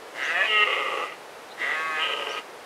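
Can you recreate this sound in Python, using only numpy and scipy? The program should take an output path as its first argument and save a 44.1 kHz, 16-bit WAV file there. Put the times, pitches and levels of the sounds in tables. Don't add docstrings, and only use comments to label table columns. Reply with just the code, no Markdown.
import sys
import numpy as np
from scipy import signal
from scipy.fft import rfft, irfft, next_fast_len
from scipy.io import wavfile
from scipy.ndimage import uniform_filter1d

SR = 44100
rng = np.random.default_rng(int(sys.argv[2]) if len(sys.argv) > 2 else 0)


def bounce(signal):
    frames = np.transpose(np.atleast_2d(signal))
    limited = np.clip(frames, -1, 1)
    pcm = np.round(limited * 32767).astype(np.int16)
    wavfile.write(sys.argv[1], SR, pcm)


N = 116865


def amp(db):
    return 10 ** (np.asarray(db) / 20)


def unit(x):
    return x / np.sqrt(np.mean(x ** 2) + 1e-20)


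def level_at(points, hz):
    point_hz, level_db = np.transpose(points)
    return np.interp(np.log(hz + 1), np.log(point_hz + 1), level_db)


def clock():
    return np.arange(N) / SR


def curves(rows):
    time_s, *columns = np.transpose(rows)
    return [np.interp(clock(), time_s, column) for column in columns]


def window(start_s, end_s, fade_s):
    return np.clip(np.minimum(clock() - start_s, end_s - clock()) / fade_s + .5, 0, 1)


def wobble(samples=1000):
    return unit(uniform_filter1d(rng.standard_normal(N), samples))


def filtered(x, gain, causal=False):
    size = 2 * next_fast_len(N // 2 + 2048, True)
    response = gain(np.fft.rfftfreq(size, 1 / SR))
    if causal:
        cepstrum = irfft(np.log(response + 1e-9))
        response = np.exp(rfft(2 * cepstrum[:size // 2], size) - cepstrum[0])
    return irfft(rfft(x, size) * response, size)[:N]


def noise(spectrum):
    return unit(filtered(rng.standard_normal(N), lambda hz: amp(level_at(spectrum, hz))))


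def steady(x, samples=1800):
    power = uniform_filter1d(uniform_filter1d(x ** 2, samples), samples)
    return x / np.sqrt(np.abs(power) + 1e-4 * np.mean(x ** 2))


def pulses(times_s, sizes):
    centres = np.asarray(times_s)[:, None] * SR
    taps = np.floor(centres).astype(int) + np.arange(-7, 9)
    shape = np.sinc(taps - centres) * np.cos((taps - centres) * np.pi / 16) ** 2
    clicks = shape * sizes[:, None]
    return np.bincount(np.clip(taps, 0, N).ravel(), clicks.ravel(), N + 1)[:N]


def reflections(samples, fade_s):
    t = np.arange(samples) / SR
    tail = rng.standard_normal(samples) * np.exp(-np.log(1000) * t / fade_s)
    return tail / np.linalg.norm(tail)


def echo(x, fade_s):
    return signal.fftconvolve(x, reflections(SR // 2, fade_s))[:N]


def scatter(x):
    path = amp(-2) * reflections(SR // 4, fade_s=0.093)
    path[0] += 1
    size = 2 * next_fast_len(N)
    phase = np.angle(rfft(path, size))
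    return irfft(rfft(x, size) * np.exp(1j * phase), size)[:N]


def forest():
    # frequency_hz, relative_level_db
    rush_spectrum = [(20, -37), (110, -22), (250, -13.5), (331, -9), (480, -1), (582, -4.5), (1050, -7.5),
                     (1900, -12), (7500, -27.5), (15500, -30)]
    return amp(-42.5) * noise(rush_spectrum)


def birds(waver_hz=130):
    # start_s, length_s, from_hz, to_hz, level_db
    chirps = [(0.224, 0.043, 5210, 7000, -45), (0.234, 0.036, 3100, 3420, -41),
              (0.264, 0.044, 4780, 4780, -48), (1.48, 0.058, 3565, 4150, -50.5),
              (2.283, 0.047, 5050, 6465, -47), (2.314, 0.033, 4780, 4420, -46)]
    song = np.zeros(N)
    waver = waver_hz * wobble(samples=60)
    for start_s, length_s, from_hz, to_hz, level_db in chirps:
        progress = np.clip((clock() - start_s) / length_s, 0, 1)
        pitch_hz = from_hz + (to_hz - from_hz) * progress + waver
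        whistle = np.sin(2 * np.pi * np.cumsum(pitch_hz) / SR)
        song += amp(level_db) * np.sin(np.pi * progress) * whistle
    return song + amp(2) * echo(song, fade_s=0.26)


def hiss():
    # start_s, end_s
    roar_times = [(0.154, 1.08), (1.587, 2.405)]
    # frequency_hz, relative_level_db
    hiss_spectrum = [(120, -8), (500, 16.5), (3500, 2.5), (13000, -11)]
    roaring = sum(window(start_s, end_s, fade_s=0.029) for start_s, end_s in roar_times)
    return amp(-42) * noise(hiss_spectrum) * roaring


def vocal_folds(pitch_points, roughness_points, broken_hz, cycles=900):
    # time_s, level_db (above a smooth pulse)
    slaps = [(.6743, 6), (.7287, 6), (.9402, 6), (.9736, 7), (2.0882, 6), (2.1232, 6), (2.1356, 9),
             (2.1965, 8), (2.2234, 7), (2.2703, 12), (2.2913, 9), (2.3791, 8)]
    jitter_cycles, size_spread_db, air_share = 0.2964, 3.5, 0.51
    sag_s, puff_decay_s, tremble_share = 0.1, 0.0026, 0.0015
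    t = clock()
    pitch_hz = curves(pitch_points)[0]
    roughness = np.clip(curves(roughness_points)[0], 0, 1)
    since_break_s = np.maximum(t - pitch_points[-1][0], 0)
    pitch_hz = broken_hz + (pitch_hz - broken_hz) * np.exp(-since_break_s / sag_s)
    pitch_hz *= 1 + tremble_share * wobble()
    flap_s = np.interp(np.arange(cycles), np.cumsum(pitch_hz) / SR, t, right=2 * N / SR)
    flap_roughness = np.interp(flap_s, t, roughness)
    timing_luck, size_luck = rng.standard_normal((cycles, 2)).T
    flap_s += jitter_cycles * flap_roughness * timing_luck / np.interp(flap_s, t, pitch_hz)
    flap_db = size_spread_db * flap_roughness * (np.minimum(size_luck, 1.5) + 0.5)
    buzz = pulses(flap_s, amp(flap_db))
    for time_s, level_db in slaps:
        buzz += pulses([time_s], amp([level_db]))
    decay = np.exp(-1 / (puff_decay_s * SR))
    puffs = np.sqrt(np.abs(signal.lfilter([1 - decay], [1, -decay], buzz ** 2)))
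    return buzz + air_share * np.sqrt(roughness) * puffs * rng.standard_normal(N)


def throat(buzz, resonances, low_cut_hz=336):
    # frequency_hz, level_db
    tissue = [(100, -33), (300, -30), (1000, -43), (3200, -32), (3800, -27.5), (5000, -49), (7000, -42),
              (12000, -71)]

    def gain(hz):
        peak_power = sum(amp(2 * level_db) / (1 + (1.796 * (hz - centre_hz) / width_hz) ** 2) ** 2
                         for centre_hz, width_hz, level_db in resonances)
        tissue_power = amp(2 * level_at(tissue, hz))
        bass_cut = 1 + (low_cut_hz / (hz + 20)) ** 6
        return np.sqrt((peak_power + tissue_power) / bass_cut)
    return filtered(buzz, gain, causal=True)


def roar(buzz, shapes, timing, loudness, steps=5):
    blend_s, split_hz, flutter_db = 0.032, 1480, 0.4
    first_s, last_s = loudness[0][0], loudness[-1][0]
    ends_s = [start_s for start_s, _ in timing[1:]] + [last_s + blend_s]
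    voice = np.zeros(N)
    for resonances, (start_s, sink_share), end_s in zip(shapes, timing, ends_s):
        edges_s = np.linspace(start_s, end_s, steps + 1)
        shifts = np.linspace(sink_share / 2, -sink_share / 2, steps)
        for from_s, to_s, shift in zip(edges_s, edges_s[1:], shifts):
            moved = [(hz * (1 + shift * (hz / 3000) ** 3), width, db) for hz, width, db in resonances]
            voice += throat(buzz * window(from_s, to_s, blend_s), moved)
    voice = scatter(voice)
    lows = filtered(voice, lambda hz: 1 / (1 + (hz / split_hz) ** 24))
    highs = voice - lows
    shaped = sum(steady(band) * amp(level_db + flutter_db * wobble())
                 for band, level_db in zip([lows, highs], curves(loudness)))
    return shaped * window(first_s, last_s, fade_s=0.03)


def stag():
    # time_s, pitch_hz
    pitch_1 = [(.15, 106.2), (.206, 131.2), (.286, 159), (.358, 175.6), (.406, 191.8), (.43, 193.5),
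               (.468, 220.2), (.504, 215.2), (.64, 208.7)]
    pitch_2 = [(1.6, 112), (1.66, 136), (1.712, 149.6), (1.762, 156.8), (1.848, 160.6), (1.98, 154.9),
               (2.03, 162.3)]
    # time_s, roughness (0 to 1)
    roughness_1 = [(.15, .1), (.29, .01), (.419, .02), (.446, .25), (.485, .015), (.632, .01), (.675, .25),
                   (.79, .7)]
    roughness_2 = [(1.59, .1), (1.68, .05), (1.76, .01), (1.98, .015), (2.055, .1), (2.111, .7)]
    # centre_hz, width_hz, relative_level_db
    opening_1 = [(730, 420, -18.5), (1280, 87, -8), (1684, 300, -6), (2024, 207, -2.5), (2770, 280, -10),
                 (3700, 1400, -30)]
    swelling_1 = [(668, 155, -7), (1203, 170, -7.5), (1748, 85, 7), (1920, 250, -0.5), (2480, 180, -2),
                  (2880, 120, -4.5), (3300, 110, -12)]
    cracking_1 = [(665, 130, -7), (1106, 110, -1), (2060, 1100, -12), (2508, 83, 1.5)]
    peaking_1 = [(420, 216, -17), (826, 350, -17), (1244, 69, -2), (1890, 160, -3.5), (2168, 174, 0),
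                 (2805, 194, 3.5), (3032, 150, -0.5)]
    harsh_1 = [(396, 86, -9), (525, 86, -4.5), (827, 57, -3), (1207, 158, 2), (2048, 197, 6),
               (2460, 99, -1), (2776, 320, 0), (3010, 420, -8)]
    opening_2 = [(735, 620, -15.5), (1237, 170, -6.5), (1630, 210, -9.5), (2006, 217, -0.5),
                 (2756, 210, -14.5), (3150, 120, -16), (3520, 280, -21)]
    holding_2 = [(765, 180, -5), (1121, 50, 5), (1247, 110, -0.5), (1676, 240, -3.5), (2087, 112, 1.5),
                 (2550, 140, -7), (3100, 590, -22.5)]
    harsh_2 = [(427, 80, -5), (564, 43, -1.5), (980, 560, -8), (1247, 57, 5.5), (1581, 34, -6),
               (2020, 310, -9.5), (2474, 130, -6), (2840, 215, -4), (3050, 160, -3.5)]
    # start_s, sink_share
    timing_1 = [(.14, 0.15), (.355, .01), (0.435, .02), (0.473, 0.058), (0.662, 0.042)]
    timing_2 = [(1.54, 0.065), (1.75, 0.028), (1.997, 0.006)]
    # time_s, low_level_db, high_level_db
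    loudness_1 = [(.14, -59, -47), (.211, -42, -30), (.34, -35, -27.5), (.422, -29.5, -22.5),
                  (.47, -37.5, -27), (0.634, -23.5, -19.5), (0.648, -28.5, -28), (.73, -30, -26),
                  (.84, -31, -32), (1.041, -30, -36.5), (1.075, -42.5, -41), (1.149, -41, -44.5)]
    loudness_2 = [(1.565, -62, -49.5), (1.62, -40, -28), (1.76, -32, -29.5), (1.86, -34, -30.5),
                  (1.925, -31.5, -31.5), (2.035, -32.5, -26), (2.095, -34, -31), (2.137, -36, -30),
                  (2.155, -34, -34), (2.39, -36.5, -36), (2.415, -63, -52)]
    buzz_1 = vocal_folds(pitch_1, roughness_1, broken_hz=165.54)
    roar_1 = roar(buzz_1, [opening_1, swelling_1, cracking_1, peaking_1, harsh_1], timing_1, loudness_1)
    buzz_2 = vocal_folds(pitch_2, roughness_2, broken_hz=126.6)
    roar_2 = roar(buzz_2, [opening_2, holding_2, harsh_2], timing_2, loudness_2)
    roars = roar_1 + roar_2
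    return roars + amp(-6.5) * echo(roars, fade_s=0.1)


def scene():
    return (stag() + hiss() + birds() + forest())[None]


def record(dry, dull_hz=11840, top_hz=15720):
    return filtered(dry[0], lambda hz: (hz < top_hz) / np.sqrt(1 + (hz / dull_hz) ** 10))[None]


dry = scene()
out = record(dry)
bounce(out)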